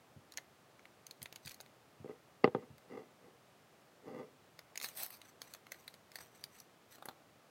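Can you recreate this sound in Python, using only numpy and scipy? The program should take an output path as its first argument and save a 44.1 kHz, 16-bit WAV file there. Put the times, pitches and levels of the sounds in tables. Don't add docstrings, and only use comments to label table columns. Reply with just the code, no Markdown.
import sys
import numpy as np
from scipy import signal
from scipy.fft import rfft, irfft, next_fast_len
from scipy.io import wavfile
from scipy.ndimage import uniform_filter1d, map_coordinates

SR = 44100
rng = np.random.default_rng(int(sys.argv[2]) if len(sys.argv) > 2 else 0)


def unload_audio(sound):
    columns = np.transpose(np.atleast_2d(sound))
    steps = np.round(np.clip(columns, -1, 1) * 32767)
    wavfile.write(sys.argv[1], SR, steps.astype(np.int16))


N = 330750

# (time [s], level [dB], facet pitch [Hz], boost below 2 kHz [dB])
CREASE_SNAPS = [(0.3208, -51.5, 4150, -12), (0.3375, -56, 4700, 2), (0.3729, -38.5, 6120, 1),
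                (0.3802, -46, 3160, 13), (0.3842, -47, 3750, 20.5), (0.793, -54, 2280, 16),
                (0.854, -53, 3420, 15.5), (1.0663, -46.5, 6000, -7), (1.1094, -45, 3940, -10),
                (1.218, -47.5, 4130, 3), (1.2274, -40.5, 9480, -6), (1.257, -43.5, 2270, 6),
                (1.325, -48, 6000, 10), (1.3588, -46, 3400, 2), (1.45, -56.5, 5500, 7),
                (1.4588, -49, 6070, 0), (1.4714, -45.5, 3820, 14), (1.476, -45.5, 4300, 4),
                (1.4934, -49.5, 5450, -17), (1.516, -51, 5000, -16), (1.543, -52.5, 6800, -12),
                (1.6026, -47, 4270, 8.5), (1.6092, -50, 6870, -7), (1.661, -59, 3280, 10),
                (2.7807, -59.5, 5940, -3), (4.5904, -46.5, 4270, 10.5), (4.7562, -45.5, 3680, 3),
                (4.775, -38, 6140, 2.5), (4.7995, -47, 4200, 0), (4.8129, -43, 5700, 4.5),
                (4.822, -48, 5840, -13), (4.8277, -41, 6600, -13), (4.8355, -46, 6960, 0),
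                (4.843, -36.5, 4660, 4), (4.8863, -45, 6150, -1), (4.972, -46, 11400, -23),
                (5.0325, -36.5, 13570, -19), (5.0624, -42, 13260, 3), (5.104, -48, 12440, 8),
                (5.2155, -52, 3400, 1), (5.4169, -42.5, 5280, 4.5), (5.5367, -44.5, 6370, -3.5),
                (5.5479, -49.5, 6500, 12), (5.667, -54.5, 2870, 7), (5.7188, -40.5, 6500, 10.5),
                (5.743, -56.5, 4400, 20), (5.878, -44.5, 3850, 4), (5.9402, -54, 4920, 7),
                (6.1168, -51.5, 4650, 4.5), (6.156, -41, 4510, 1.5), (6.1862, -49.5, 4830, 13),
                (6.2058, -52, 4800, 12), (6.4388, -40.5, 4540, -1.5), (6.6004, -50, 6200, -6),
                (7.0553, -44.5, 10550, -4), (7.0864, -49, 3890, -2)]
# (time [s], length [s], level [dB], sheet level above the fizz [dB])
TEAR_PULLS = [(4.847, .006, -47, 3), (4.977, 0.059, -45, -1.5), (5.127, 0.012, -58, 0.5)]
# (time [s], length [s], level [dB])
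FINGER_STROKES = [(1.464, 0.051, -59.5), (5.255, 0.032, -67), (5.44, 0.094, -63), (5.72, 0.24, -69),
                  (6.16, 0.087, -62), (6.35, 0.098, -69), (6.55, 0.049, -63), (6.934, 0.018, -61.5)]
# (time [s], level [dB])
SACHET_PATS = [(6.983, -57.5), (7.0244, -47), (7.056, -45), (7.086, -44), (7.092, -50), (7.111, -60)]
# (time [s], level [dB], treble cut-off [Hz])
GLASS_KNOCKS = [(2.044, -35.5, 540), (2.058, -39, 557), (2.094, -34.5, 544), (2.4371, -31, 600),
                (2.4424, -10, 8040), (2.457, -28.5, 1190), (2.4752, -24, 1290), (2.548, -21.5, 1210),
                (2.563, -29, 560), (2.581, -38, 600)]
# (time [s], length [s], level [dB])
GLASS_PUSHES = [(2.09, 0.014, -55.5), (2.585, 0.053, -58), (2.918, 0.076, -51), (3.228, 0.045, -62),
                (4.075, 0.14, -50)]
# (time [s], level [dB])
ARM_BUMPS = [(0.163, -44.5), (1.216, -47), (1.455, -45.5), (2.002, -44), (2.703, -45), (2.739, -53.5)]
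# (pitch [Hz], width [Hz], level [dB])
TABLE_MODES = [(124, 30, -10.5), (152.7, 26, -5.5), (206, 24, -8), (252, 79, -6), (390, 82, -1.5),
               (436, 26, 2), (491.5, 31, 2), (610, 41, -8), (785, 65, -5.5), (897, 42, -10.5),
               (1050, 150, -13), (1220, 110, -9.5), (1540, 110, -18.5), (1760, 79, -24), (2010, 163, -14),
               (2750, 160, -24), (3430, 30, -36), (4700, 400, -32.5)]
# (frequency [Hz], time [s])
ROOM_DECAY = [(120, 0.51), (450, 0.82), (2000, 0.22), (6000, 0.11), (14000, 0.28)]

# (frequency [Hz], level [dB])
CRACK_COLOUR = [(80, -29.5), (600, -2.5), (1300, -2), (2100, 4), (3100, -1), (4400, 4.5), (5500, -6.5),
                (6400, 1.5), (7500, -6), (10000, -3), (15500, -5)]
SHEET_COLOUR = [(60, -26), (240, -6), (420, -17), (720, -0.5), (950, -5.5), (1700, -6.5), (2200, -3),
                (3300, -9.5), (4200, 0), (5500, -6.5), (6300, -3.5), (7100, -21), (9000, 1.5),
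                (12000, -20.5)]
FIZZ_COLOUR = [(3000, -54), (7000, -28.5), (8300, 8), (9600, -1.5), (12000, 4.5), (14600, 5.5),
               (15800, -11)]
RUB_COLOUR = [(400, -9), (1200, -3), (2050, 2.5), (3100, -9), (4500, -0.5), (5500, -11), (5900, 5.5),
              (7200, -15.5), (8000, 1.5), (9400, -14.5), (13200, -3), (15800, -13)]
PAT_COLOUR = [(60, -22), (250, -1), (520, -3), (780, -1.5), (1050, -7.5), (1350, -1.5), (1900, -16),
              (3100, -20), (3800, -12.5), (5500, -30), (15000, -24)]
GRIT_COLOUR = [(80, -27), (400, -9), (1200, -3), (3000, -11.5), (5000, -22), (6200, -37), (15000, -41.5)]
SCRAPE_COLOUR = [(60, -10), (115, -3.5), (160, -3), (260, 5.5), (400, -1.5), (520, 2), (800, -2.5),
                 (1100, -3), (1500, -5), (2050, -1.5), (2800, -2.5), (3700, 6), (4650, -4), (6000, 16),
                 (9000, 12.5)]
HUSH_COLOUR = [(15, -44.5), (25, -56), (80, -7), (123, -0.5), (285, -3.5), (317, -3.5), (427, -3),
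               (545, -3), (641, -3), (714, -3.5), (962, -8), (1190, -6.5), (1400, -9.5), (11900, -26),
               (16000, -26.5)]


def crinkles():
    out, t = np.zeros(N), np.arange(2048) / SR
    buckle = np.minimum(t / .0014, 1) ** 2
    typical_hz, peak_db, peak_octaves = 4460, 4.5, 0.2
    for s, db, facet_hz, body_db in CREASE_SNAPS:
        sheen_db = 7 * np.log2(facet_hz / typical_hz)
        tilt = [(2000, body_db), (4200, 0), (7000, 0), (11500, sheen_db)]
        pitch_peak = lambda hz: peak_db / (1 + (np.log2((hz + 1) / facet_hz) / peak_octaves) ** 2)
        noise = burst(t, t60=0.0088, ring_db=-19, ring_t60=0.052)
        crack = coloured(noise, lambda hz: along(CRACK_COLOUR, hz) + along(tilt, hz) + pitch_peak(hz))
        tones_hz = facet_hz * np.exp(.13 * rng.standard_normal((6, 1)))
        facet = np.sin(2 * np.pi * (tones_hz * t + rng.random((6, 1)))).sum(0) * fade(t, .009)
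        add(out, s, amp(db) * unit_attack(buckle * (unit(crack) + 0.5 * unit(facet))))
    return out


def rip():
    coarse = grains(per_s=350, spread_db=2)
    fine = grains(per_s=3500, spread_db=4)
    breaks = (fine + .6 * coarse) * flutter(per_s=170, depth_db=1.5)
    pulls = [(s, length, db) for s, length, db, _ in TEAR_PULLS]
    shakes = [(s, length, db + shake_db) for s, length, db, shake_db in TEAR_PULLS]
    slopes = dict(rise_db_per_s=620, fall_db_per_s=307)
    edge = envelope(pulls, **slopes) * shaped(breaks, FIZZ_COLOUR)
    sheet = envelope(shakes, **slopes) * shaped(breaks, SHEET_COLOUR)
    return edge + sheet


def rubbing():
    clumps = flutter(per_s=90, depth_db=5)
    brush = shaped(grains(per_s=2400, spread_db=2) * clumps, RUB_COLOUR)
    creases = grains(per_s=75, spread_db=4)
    tick = burst(np.arange(512) / SR, t60=0.0041, ring_db=-19, ring_t60=.025)
    ticks = shaped(signal.fftconvolve(creases, tick)[:N], CRACK_COLOUR)
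    return envelope(FINGER_STROKES, rise_db_per_s=400, fall_db_per_s=353) * (brush + amp(-7) * ticks)


def landing():
    out, t = np.zeros(N), np.arange(4096) / SR
    for s, db in SACHET_PATS:
        pat = shaped(burst(t, t60=0.028, ring_db=-26, ring_t60=0.039), PAT_COLOUR)
        add(out, s, amp(db) * unit_attack(pat))
    return out


def flexing(x, depth_db=3.2):
    spectra = signal.stft(x, nperseg=512)[2]
    drift = uniform_filter1d(rng.standard_normal(spectra.shape), size=5, axis=0)
    drift = uniform_filter1d(drift, size=7, axis=1)
    bent = signal.istft(spectra * amp(depth_db * np.clip(unit(drift), -2, 2)), nperseg=512)[1][:N]
    return unit(bent) * x.std()


def knocks():
    out, ring = np.zeros(N), table_ring()
    t = np.arange(len(ring)) / SR
    for s, db, cut_hz in GLASS_KNOCKS:
        spot = [(hz, 2 * rng.standard_normal()) for hz, _, _ in TABLE_MODES]
        body = coloured(ring, lambda hz: along(spot, hz))
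        grit = shaped(burst(t, t60=0.0054, ring_db=-1, ring_t60=0.057), GRIT_COLOUR)
        soften = lambda x, slope: coloured(x, lambda hz: -10 * np.log10(1 + (hz / cut_hz) ** slope))
        add(out, s, amp(db) * (soften(body, slope=5.2) + amp(-42) * soften(grit, slope=1.1)))
    return out


def sliding():
    friction = grains(per_s=600, spread_db=6.5) + 0.61 * rng.standard_normal(N)
    slips = unit(friction * flutter(per_s=87, depth_db=0.6))
    table = coloured(table_ring(), lambda hz: along(SCRAPE_COLOUR, hz))
    t = np.arange(len(table)) / SR
    wall_hz, wall_db = 3420, -33
    wall = np.sin(2 * np.pi * wall_hz * t) * fade(t, t60=0.16)
    ring = unit(table) + amp(wall_db) * unit(wall)
    push = envelope(GLASS_PUSHES, rise_db_per_s=371, fall_db_per_s=269)
    return signal.fftconvolve(push * slips, ring / np.linalg.norm(ring))[:N]


def table_ring():
    power = lambda hz: sum(amp(db) ** 2 / (1 + 2 * ((hz - pitch) / width) ** 2) ** 2
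                           for pitch, width, db in TABLE_MODES)
    ring = coloured(signal.unit_impulse(SR // 2), lambda hz: 10 * np.log10(power(hz) + amp(-63) ** 2))
    travel_s, at_hz = 0.001606, 400
    phase_lag = 4 * np.pi * travel_s * np.sqrt(at_hz * np.fft.rfftfreq(SR // 2, 1 / SR))
    ring = irfft(rfft(ring) * np.exp(-1j * phase_lag))[:SR // 3]
    return ring / np.abs(ring).max()


def bumps():
    out, t = np.zeros(N), np.arange(SR // 4) / SR
    tones = sum(amp(db) * np.sin(2 * np.pi * hz * t) for hz, db in [(95, 3), (135, 2.5), (215, -3)])
    thud = tones * fade(t, t60=0.057) * (1 - np.exp(-t / 0.005))
    for s, db in ARM_BUMPS:
        add(out, s, amp(db) * thud)
    return out


def room(x, wet_db):
    hz, t, spectra = signal.stft(rng.standard_normal(SR // 2), SR, nperseg=256)
    tail = signal.istft(spectra * fade(t, along(ROOM_DECAY, hz)[:, None]), SR, nperseg=256)[1]
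    delayed = np.pad(x, (SR // 150, 0))
    return x + amp(wet_db) * signal.fftconvolve(delayed, tail / np.linalg.norm(tail))[:N]


def hush():
    return amp(-65.5) * shaped(rng.standard_normal(N), HUSH_COLOUR)


def grains(per_s, spread_db):
    sizes = amp(spread_db * np.clip(rng.standard_normal(N), -2, 2)) * rng.choice([-1, 1], N)
    return unit(sizes * (rng.random(N) < per_s / SR))


def burst(t, t60, ring_db, ring_t60):
    return rng.standard_normal(len(t)) * (fade(t, t60) + amp(ring_db) * fade(t, ring_t60))


def flutter(per_s, depth_db):
    targets = rng.standard_normal(int(N * per_s / SR) + 4)
    return amp(depth_db * map_coordinates(targets, [np.arange(N) * per_s / SR], order=1))


def envelope(strokes, rise_db_per_s, fall_db_per_s):
    t = np.arange(N) / SR
    return sum(amp(db - rise_db_per_s * np.maximum(s - t, 0)
                   - fall_db_per_s * np.maximum(t - s - length, 0)) for s, length, db in strokes)


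def coloured(x, gain_db):
    size = 2 * next_fast_len(len(x))
    cepstrum = irfft(np.log(amp(gain_db(np.fft.rfftfreq(size, 1 / SR)))), size)
    cepstrum[1:size // 2] *= 2
    cepstrum[size // 2 + 1:] = 0
    return irfft(rfft(x, size) * np.exp(rfft(cepstrum)), size)[:len(x)]


def shaped(x, colour):
    return unit(coloured(x, lambda hz: along(colour, hz)))


def along(points, hz):
    points_hz, values = np.transpose(points)
    return np.interp(np.log(hz + 1), np.log(points_hz), values)


def fade(t, t60):
    return np.exp(-np.log(1000) * t / t60)


def amp(db):
    return 10 ** (np.asarray(db) / 20)


def unit(x):
    return x / np.sqrt(np.mean(x ** 2) + 1e-20)


def unit_attack(x, attack_s=.004):
    return x / np.sqrt(np.mean(x[:round(attack_s * SR)] ** 2))


def add(track, s, sound):
    part = track[round(s * SR):][:len(sound)]
    part += sound[:len(part)]


def scene():
    sachet = room(flexing(crinkles() + rip() + rubbing() + landing()), wet_db=-17.5)
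    bass_cut = lambda hz: along([(25, -10), (55, -31), (95, 1.5)], hz)
    table = coloured(knocks() + sliding() + bumps(), bass_cut)
    return (sachet + hush() + room(table, wet_db=-32.5))[None]


def record(dry):
    top_hz = 15900
    return irfft(rfft(dry) * (np.fft.rfftfreq(N, 1 / SR) < top_hz), N)


dry = scene()
out = record(dry)
unload_audio(out)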